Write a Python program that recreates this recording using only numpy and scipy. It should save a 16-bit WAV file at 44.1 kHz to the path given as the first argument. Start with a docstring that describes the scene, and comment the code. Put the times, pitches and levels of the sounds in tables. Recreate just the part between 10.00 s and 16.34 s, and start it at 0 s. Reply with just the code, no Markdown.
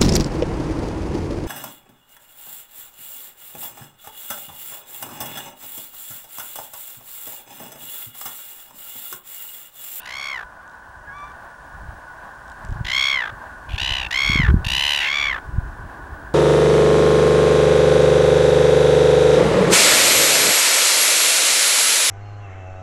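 """A gull squawks and growls close by on a beach; another one cries far off.
Each near call is a rattle of about 65 bursts a second, each some ten syrinx pulses ringing through the throat.
The far cries are wavering stacks of sine overtones with one echo. Wind puffs on the microphone as lumpy
noise and single pressure swings, a lens motor ticks faintly in noise clicks, and a distant drone of
narrow noise lies over the filtered-noise wash of the shore."""
import sys
import numpy as np
from scipy import signal
from scipy.fft import rfft, irfft
from scipy.io import wavfile

SR = 44100
rng = np.random.default_rng(int(sys.argv[2]) if len(sys.argv) > 2 else 0)


def wav_out(sig):
    """Save sig, one row per channel (or a flat mono array), as 16-bit PCM at SR to the path in sys.argv[1]."""
    wavfile.write(sys.argv[1], SR, np.round(np.clip(np.atleast_2d(sig).T, -1, 1) * 32767).astype(np.int16))


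N = 279594
TIME = np.arange(N) / SR


def from_db(db):
    """Decibels to gain."""
    return 10 ** (np.asarray(db) / 20)


def rms_one(x):
    """Scale to unit power."""
    return x / np.sqrt(np.mean(x ** 2) + 1e-20)


def ease(x):
    """Smooth step from 0 to 1."""
    x = np.clip(x, 0, 1)
    return (1 - np.cos(np.pi * x)) / 2


def read(rows, at):
    """Every column of a curve at the given times."""
    s, *columns = np.transpose(rows)
    return [np.interp(at, s, column) for column in columns]


def add(out, sound, s):
    """Mix a short sound in at a time."""
    start = int(np.clip(round(s * SR), 0, N))
    out[start:start + len(sound)] += sound[:N - start]


def response(colour, size):
    """Causal (minimum-phase) filter with the given spectrum, by folding its cepstrum."""
    hz, db = np.transpose(colour)
    bins = np.maximum(np.fft.rfftfreq(size, 1 / SR), 1)
    gain = from_db(np.interp(np.log(bins), np.log(hz), db))
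    cepstrum = irfft(np.log(gain), size)
    cepstrum[1:size // 2] *= 2
    cepstrum[size // 2 + 1:] = 0
    return np.exp(rfft(cepstrum))


def noise(colour):
    """Coloured noise of unit power."""
    white = rng.standard_normal(N)
    return rms_one(irfft(rfft(white) * response(colour, size=N), N))


def narrow_noise(hz, width_hz):
    """Noise in one resonance; at 0 Hz a slow random drift."""
    bins = np.fft.rfftfreq(N, 1 / SR)
    resonance = 1 / (1 + ((bins - hz) / width_hz) ** 2)
    return rms_one(irfft(rfft(rng.standard_normal(N)) * resonance, N))


# Level curves before trim. Each row: time in seconds, shore level in dB, hiss level in dB.
SHORE_LEVELS = [(0,-43,-68),(.7,-43,-68),(1.4,-40,-65),(2.6,-39,-64),(4.5,-38.5,-64),(6.34,-39,-65)]
# Tone of the wash. Each row: frequency in Hz, relative density in dB per Hz.
WASH_COLOUR = [(100,-8.5),(250,-11),(450,-15),(620,-4.5),(850,-2.5),(1100,-0.5),(1330,-10.5),(1550,1),(1750,-4.5),(1950,-17),(2200,-24),(3000,-27),(6000,-40)]
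# Tone of the low surf. Each row: frequency in Hz, relative density in dB per Hz.
LOW_SURF_COLOUR = [(120,-15),(300,0.5),(450,-5.5),(700,-15.5),(1500,-50)]


def shore(trim_db=-1.33, surf_db=-69.5, surf_db_per_s=3.5):
    """Gently wavering noise for the wash, over a low surf that slowly builds."""
    level_db = read(SHORE_LEVELS, TIME)[0]
    waver_db = 1.2 * narrow_noise(0, 6)
    wash = from_db(level_db + trim_db + waver_db) * noise(WASH_COLOUR)
    surf = from_db(surf_db + surf_db_per_s * TIME) * noise(LOW_SURF_COLOUR)
    return wash + surf


# Tone of the hiss. Each row: frequency in Hz, relative density in dB per Hz.
MICROPHONE_COLOUR = [(1500,6),(3000,0.5),(6000,1),(8000,-0.5),(9300,0),(11000,-6.5),(15000,-86.5)]


def microphone_noise(trim_db=4.5, whine_db=-76):
    """The microphone's hiss as coloured noise, its thin whine as a very narrow band."""
    level_db = read(SHORE_LEVELS, TIME)[1]
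    hiss = from_db(level_db + trim_db) * noise(MICROPHONE_COLOUR)
    whine = from_db(whine_db) * narrow_noise(15734, 4)
    return hiss + whine


# Hums of the drone. Each row: frequency in Hz, half-width in Hz, level in dB.
DRONE_BANDS = [(1000.5,7.5,-54),(1474,26,-48)]


def far_drone():
    """Narrow noise bands that hum unsteadily."""
    return sum(from_db(db) * narrow_noise(hz, width_hz) for hz, width_hz, db in DRONE_BANDS)


# Runs of the motor. Each row: start in seconds, length in seconds, peak in dB before trim and spread.
MOTOR_RUNS = [(0.678, .09, -41), (1.166, .17, -39), (2.48, .05, -32.5), (2.65, .14, -36)]
# Tone of a tick. Each row: frequency in Hz, relative level in dB.
MOTOR_TICK_COLOUR = [(1500,-14),(3000,0),(5000,-2),(8000,-4),(10000,-20),(15000,-30)]


def lens_ticks(trim_db=-6, spread_db=5, step_s=0.019, decay_s=.0008, size=512):
    """Tiny dry clicks of uneven strength, one for each step of the motor."""
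    out = np.zeros(N)
    tick_filter = response(MOTOR_TICK_COLOUR, size=size)
    for start, length, peak_db in MOTOR_RUNS:
        for s in np.arange(start, start + length, step_s):
            snap = rng.standard_normal(size) * np.exp(-TIME[:size] / decay_s)
            tick = irfft(rfft(snap) * tick_filter)
            level_db = peak_db + trim_db + spread_db * rng.standard_normal()
            add(out, tick / abs(tick).max() * from_db(level_db), s)
    return out


# Gusts. Each row: middle in seconds, level in dB, half length in seconds.
WIND_GUSTS = [(1.142, -45.5, 0.28), (1.88, -38, 0.15), (2.804, -28, 0.15), (3.332, -31, 0.032),
              (3.735, -32.5, 0.11), (3.9, -29.5, 0.13), (4.377, -21.5, 0.11), (4.537, -13.5, 0.067),
              (4.74, -29, 0.087), (5.585, -26.5, 0.14), (5.842, -29, 0.071), (6.124, -30.5, 0.048)]
# Strongest eddies on the microphone. Each row: middle in seconds, peak in dB before trim, frequency in Hz.
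WIND_EDDIES = [(1.891, -28.5, 64), (2.722, -19, 72.4), (2.812, -18, 81), (3.742, -19, 55.6),
               (4.299, -14.5, 128), (4.358, -14.5, 175), (4.4, -9.5, 120), (4.441, -14.5, 78),
               (4.543, -9, 150), (4.566, -12.5, 83.5), (4.668, -17, 82), (5.585, -11, 71)]
# Tone of the turbulence. Each row: frequency in Hz, relative density in dB per Hz.
TURBULENCE_COLOUR = [(20,-10),(50,3.5),(90,-5),(160,-12),(260,-28),(400,-25.5),(700,-74.5)]


def wind(breeze_db=-58.5, breeze_db_per_s=3, puff_db=6.5, lumpy_db=4.5, puff_cycles=0.27, size=4096):
    """Lumpy turbulence swelling with each gust, and single eddies swinging the pressure about once."""
    gusts = sum(from_db(db) / np.cosh(2 * (TIME - s) / half_s) for s, db, half_s in WIND_GUSTS)
    # between gusts a breeze freshens
    breeze = from_db(breeze_db + breeze_db_per_s * TIME)
    lumps = from_db(lumpy_db * narrow_noise(0, 16.7))
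    out = np.hypot(breeze, gusts) * rms_one(noise(TURBULENCE_COLOUR) * lumps)
    middle = TIME[size // 2]
    phases = rng.uniform(0, 2 * np.pi, len(WIND_EDDIES))
    for (s, peak_db, hz), phase in zip(WIND_EDDIES, phases):
        cycles = (TIME[:size] - middle) * hz
        swell = from_db(peak_db + puff_db) / np.cosh(cycles / puff_cycles * np.pi / 2)
        add(out, swell * np.sin(2 * np.pi * cycles + phase), s - middle)
    return signal.sosfilt(signal.butter(2, 16, "high", fs=SR, output="sos"), out)


def far_cry(curve, overtones, trim_db, echo_db=-12, echo_s=0.042):
    """A clear distant note: sine overtones on one wavering pitch, with one echo."""
    pitch_hz, level_db = read(curve, TIME)
    waver = 1 + 0.0052 * narrow_noise(0, 41)
    phase = 2 * np.pi * np.cumsum(pitch_hz * waver) / SR
    first_s, last_s = curve[0][0], curve[-1][0] + .01
    gate = np.clip(np.minimum(TIME - first_s, last_s - TIME) / 0.013, 0, 1)
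    tone = sum(from_db(db) * np.sin(round(k) * phase) for k, db in overtones)
    note = np.sqrt(2) * gate * from_db(level_db + trim_db) * tone
    return note + from_db(echo_db) * np.interp(TIME - echo_s, TIME, note)


# The far cry. Each row: time in seconds, mean pitch in Hz, level in dB before trim.
DISTANT_CRY = [(1.0, 974, -55), (1.04, 940, -45), (1.072, 1032, -53), (1.16, 1156, -35.5),
               (1.23, 1170, -32.5), (1.27, 1181, -39.5), (1.32, 1152, -43)]
# Its overtones. Each row: multiple of the pitch, relative level in dB.
DISTANT_OVERTONES = [(1,1.5),(2,-9),(3,-19),(4,-34),(5,-28)]
# The far yelp. Each row: time in seconds, mean pitch in Hz, level in dB before trim.
DISTANT_YELP = [(1.06,1683,-56),(1.08,1660,-35.5),(1.11,1633,-36.5),(1.135,1610,-58)]


def far_gull():
    """A cry rich in overtones and a higher yelp of one pure tone."""
    cry = far_cry(DISTANT_CRY, DISTANT_OVERTONES, trim_db=-5.5)
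    yelp = far_cry(DISTANT_YELP, [(1, 0)], trim_db=-0.5)
    return cry + yelp


def scatter(x, wet_db, t60, size=16384):
    """Diffuse, dull reflections from the beach: a decaying noise tail."""
    t = TIME[:size]
    tail = rng.standard_normal(size) * from_db(-60 * t / t60) * (t > .002)
    tail = signal.sosfilt(signal.butter(1, 4000, fs=SR, output="sos"), tail)
    return from_db(wet_db) * signal.fftconvolve(x, tail / np.linalg.norm(tail))[:N]


def burst_times(t, per_s):
    """A burst starts each time the rattle completes a cycle."""
    cycles = np.cumsum(per_s) / SR
    return np.interp(np.arange(int(cycles[-1]) + 1), cycles, t)


def burst(shape, pitch_hz, stretch, rough, size, count=16, lock_s=0.0032, blunt=0.78):
    """Spectrum of one train of syrinx pulses, which start unevenly and then lock to the pitch."""
    nominal = np.arange(count) / pitch_hz
    jitter = rough * (1 + 11 * np.exp(-nominal / .0012))
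    uneven = np.clip(1 + jitter * rng.standard_normal(count), .5, 1.6)
    periods = uneven / (pitch_hz * read(shape, nominal / stretch)[1])
    at = np.cumsum(periods) - periods
    strength_db = read(shape, at / stretch)[0] + .5 * rng.standard_normal(count)
    strength = from_db(strength_db) * (at < shape[-1][0] * stretch)
    hz, t = np.fft.rfftfreq(size, 1 / SR), TIME[:size]
    # the first pulses are blunt; the syrinx snaps sharply only once it has locked
    treble = hz ** 4 / (hz ** 4 + 4500 ** 4)
    sharpness = 1 - blunt * np.outer(treble, np.exp(-(at / lock_s) ** 4))
    pulses = (sharpness * np.exp(-2j * np.pi * np.outer(hz, at))) @ strength
    # air rushes through while the syrinx is open, mostly heard in the treble
    flow = from_db(read(shape, t / stretch)[0]) * (t < shape[-1][0])
    rush = rng.standard_normal(size) * flow * np.sqrt(pitch_hz / SR)
    air = .02 + min(3 * rough, .12)
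    return pulses + air * rfft(rush) * (1 + (hz / 4500) ** 2)


def call(row, rough, arch, shape, throat, onset_rough, rise_follow=0.12, fall_follow=1.1,
         sag_rough=4.35, size=1024):
    """A rattle whose pitch, rate and level follow the effort; fading, the throat sinks and the voice breaks up."""
    (start, length, rise_s, settle_s, fall_s, top_hz, top_per_s, level_db,
     attack_db, swell_db, treble_db, edge_db, nasal_db, chest_db) = row
    out, hz = np.zeros(N), np.fft.rfftfreq(size, 1 / SR)
    treble = hz > 4000
    opening = np.clip((hz - 2400) / 1900, 0, 1)
    # each call has its own weight of fundamental, nasal band and top edge
    colour = from_db(np.interp(hz, [1200, 2000, 2600, 3400, 4400, 7000, 9000],
                               [chest_db, 0, 0, nasal_db, 0, 0, edge_db]))
    t, fall_start = TIME[TIME < length], length - fall_s
    slow = np.clip(1 - t / rise_s, 0, 1) ** 2
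    slack = np.clip(1 - t / settle_s, 0, 1) ** 2
    spent = np.clip((t - fall_start) / fall_s, 0, 1)
    bowed = 1 - arch["bow"] * (2 * t / length - 1) ** 2
    rate = top_per_s * (1 - arch["slow_start"] * slow - arch["slow_end"] * spent ** 2)
    release_db = arch["release_db"] * spent ** arch["release_curve"]
    loudness = level_db + swell_db * (t - length / 2) - attack_db * slack - release_db
    closing = ease((t - fall_start + arch["close_lead_s"]) / arch["close_s"])
    beak = treble_db - arch["close_db"] * closing
    for s in burst_times(t, rate):
        i = int(s * SR)
        scoop = arch["scoop"] * slack[i]
        sag = arch["sag"] * ease(spent[i] ** arch["sag_delay"])
        # the lower throat resonances follow the pitch down
        sink = 1 - rise_follow * scoop - fall_follow * sag
        tract = response([(f * sink if f < 4700 else f, db) for f, db in throat], size=size)
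        # slower rattles hold the syrinx open for longer
        stretch = (68 / rate[i]) ** .6 * (1 + (.02 + 2 * rough) * rng.standard_normal())
        harshness = rough + onset_rough * slack[i] + sag_rough * sag ** 3
        pitch_hz = top_hz * (bowed[i] - scoop - sag)
        spectrum = tract * colour * burst(shape, pitch_hz, stretch, harshness, size=size)
        # the beak opening sets the share of treble
        share = np.sum(abs(spectrum * treble) ** 2) / np.sum(abs(spectrum) ** 2)
        spectrum = spectrum * (from_db(beak[i]) / np.sqrt(share)) ** opening
        # bursts start between samples, so the rattle stays even
        offset_s = start + s - round((start + s) * SR) / SR
        sound = rms_one(irfft(spectrum * np.exp(-2j * np.pi * hz * offset_s)))
        # spread unit power over one rattle cycle
        add(out, sound * np.sqrt(SR / rate[i] / size) * from_db(loudness[i]), start + s)
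    return out


# Arched squawks. Each row: start, length, rattle rise, voice settling and fall in seconds, top pitch in Hz,
# top bursts per second, level in dB, attack depth in dB, swell in dB per second, starting treble share in dB,
# then trims in dB for top edge, nasal band and fundamental.
SQUAWK_CALLS = [(0.0552, 0.39, 0.17, 0.14, .165, 1101, 68.7, -29.5, 4.5, 19, -8.5, 8, 6, 4.5),
                (2.8475, 0.45, 0.27, .15, 0.2, 1099, 68.17, -19, 15.5, -8.5, -9.5, 3.5, 12.5, -0.5),
                (4.1083, .405, .208, 0.075, 0.17, 1098, 71.3, -19, 6.5, 2.5, -11, 5, 9, -1.5),
                (5.008, .38, .1, 0.19, .14, 1137, 71, -20.5, 4.5, 0, -15, -0.5, 10.5, -1.2)]
# Lower, flatter growls. Each row: the same columns as the squawks.
GROWL_CALLS = [(.002, 0.16, 0.0039, .004, 0.14, 985, 72.6, -43.5, 1.1, 28, -12, 10, 4, 17),
               (3.69, 0.074, .02, .02, 0.0063, 897, 77.4, -38, 1.5, 88, -14.5, 1, 4, -22),
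               (3.78, 0.3, .036, 0.035, 0.16, 1004, 66.04, -23, 3.5, 6, -10.5, -4.5, 4.3, 11),
               (4.646, .445, .275, 0.11, .19, 1009, 73.4, -19.5, 8, 7.5, -8.5, 1.5, 1.9, 9)]
# How a squawk starts slack and ends spent. By key: shares of pitch lost at the start (scoop), over the whole
# arch (bow) and at the end (sag); shares of burst rate lost (slow_start, slow_end); exponents that delay the
# sag and the release; level lost and treble lost as the beak closes, in dB; closing lead and time in seconds.
SQUAWK_EFFORT = dict(scoop=0.109, bow=0.039, sag=0.291, slow_start=.16, slow_end=.33, sag_delay=1.19, release_db=13.5, release_curve=2.405, close_db=18.5, close_lead_s=0.052, close_s=0.21)
# The same for a growl, with the same keys.
GROWL_EFFORT = dict(scoop=0.035, bow=0.076, sag=0.05, slow_start=.29, slow_end=.19, sag_delay=0.85, release_db=8.5, release_curve=1.3, close_db=17, close_lead_s=0.0093, close_s=0.26)
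# One squawk burst. Each row: seconds from its start before stretch, relative pulse strength in dB, pitch ratio.
SQUAWK_PULSES = [(0,-4,1.16),(.0012,-4,1.05),(.003,0,1.003),(.006,-.5,1),(.008,-3,.998),(.0095,-15,.99),(.012,-30,.98)]
# One growl burst. Each row: seconds from its start before stretch, relative pulse strength in dB, pitch ratio.
GROWL_PULSES = [(0,3.5,.83),(.001,4.5,.87),(.0022,4,.96),(.0035,6,1),(.005,4,1.005),(.007,0,1.015),(.009,-12,1.03),(.012,-40,1.03)]
# Squawking throat and beak. Each row: frequency in Hz before the throat sinks, relative level in dB.
SQUAWK_TRACT = [(300,-25),(600,0),(1100,-11),(1600,6),(2200,4.5),(2750,-3),(3450,-13),(4300,-14.5),(5500,-18),(7300,-23.5),(8100,-41),(9000,-40),(12000,-41.5),(15500,-64)]
# Growling throat and beak. Each row: frequency in Hz before the throat sinks, relative level in dB.
GROWL_TRACT = [(300,-53),(600,-16.5),(1000,-22),(1400,-14),(2100,-5),(2850,3),(3400,-7),(4050,-9.5),(5250,-20),(5750,-17.5),(7200,-24),(8000,-28.5),(11500,-30.5),(15500,-47)]
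# Unevenness of the settled syrinx pulses. One value per squawk: share of a period.
SQUAWK_JITTER = (.004, .005, .003, .013)
# The same for the growls. One value per growl: share of a period.
GROWL_JITTER = (.004, .05, .003, .005)


def near_gull():
    """Four syrinx-and-throat squawks, three of them led in by growls."""
    squawks = sum(call(row, rough, SQUAWK_EFFORT, SQUAWK_PULSES, SQUAWK_TRACT, onset_rough=.05)
                  for row, rough in zip(SQUAWK_CALLS, SQUAWK_JITTER))
    growls = sum(call(row, rough, GROWL_EFFORT, GROWL_PULSES, GROWL_TRACT, onset_rough=0.0117)
                 for row, rough in zip(GROWL_CALLS, GROWL_JITTER))
    return squawks + growls


def scene():
    """Everything at one microphone."""
    background = shore() + microphone_noise() + far_drone()
    gull = near_gull()
    beach = scatter(gull, wet_db=-24, t60=.04) + scatter(gull, wet_db=-31, t60=.25)
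    return (background + lens_ticks() + wind() + far_gull() + beach + gull)[None]


def record(dry):
    """The top is cut steeply above 16 kHz."""
    return signal.sosfilt(signal.ellip(10, .2, 80, 16000, fs=SR, output="sos"), dry)


dry = scene()
out = record(dry)
wav_out(out)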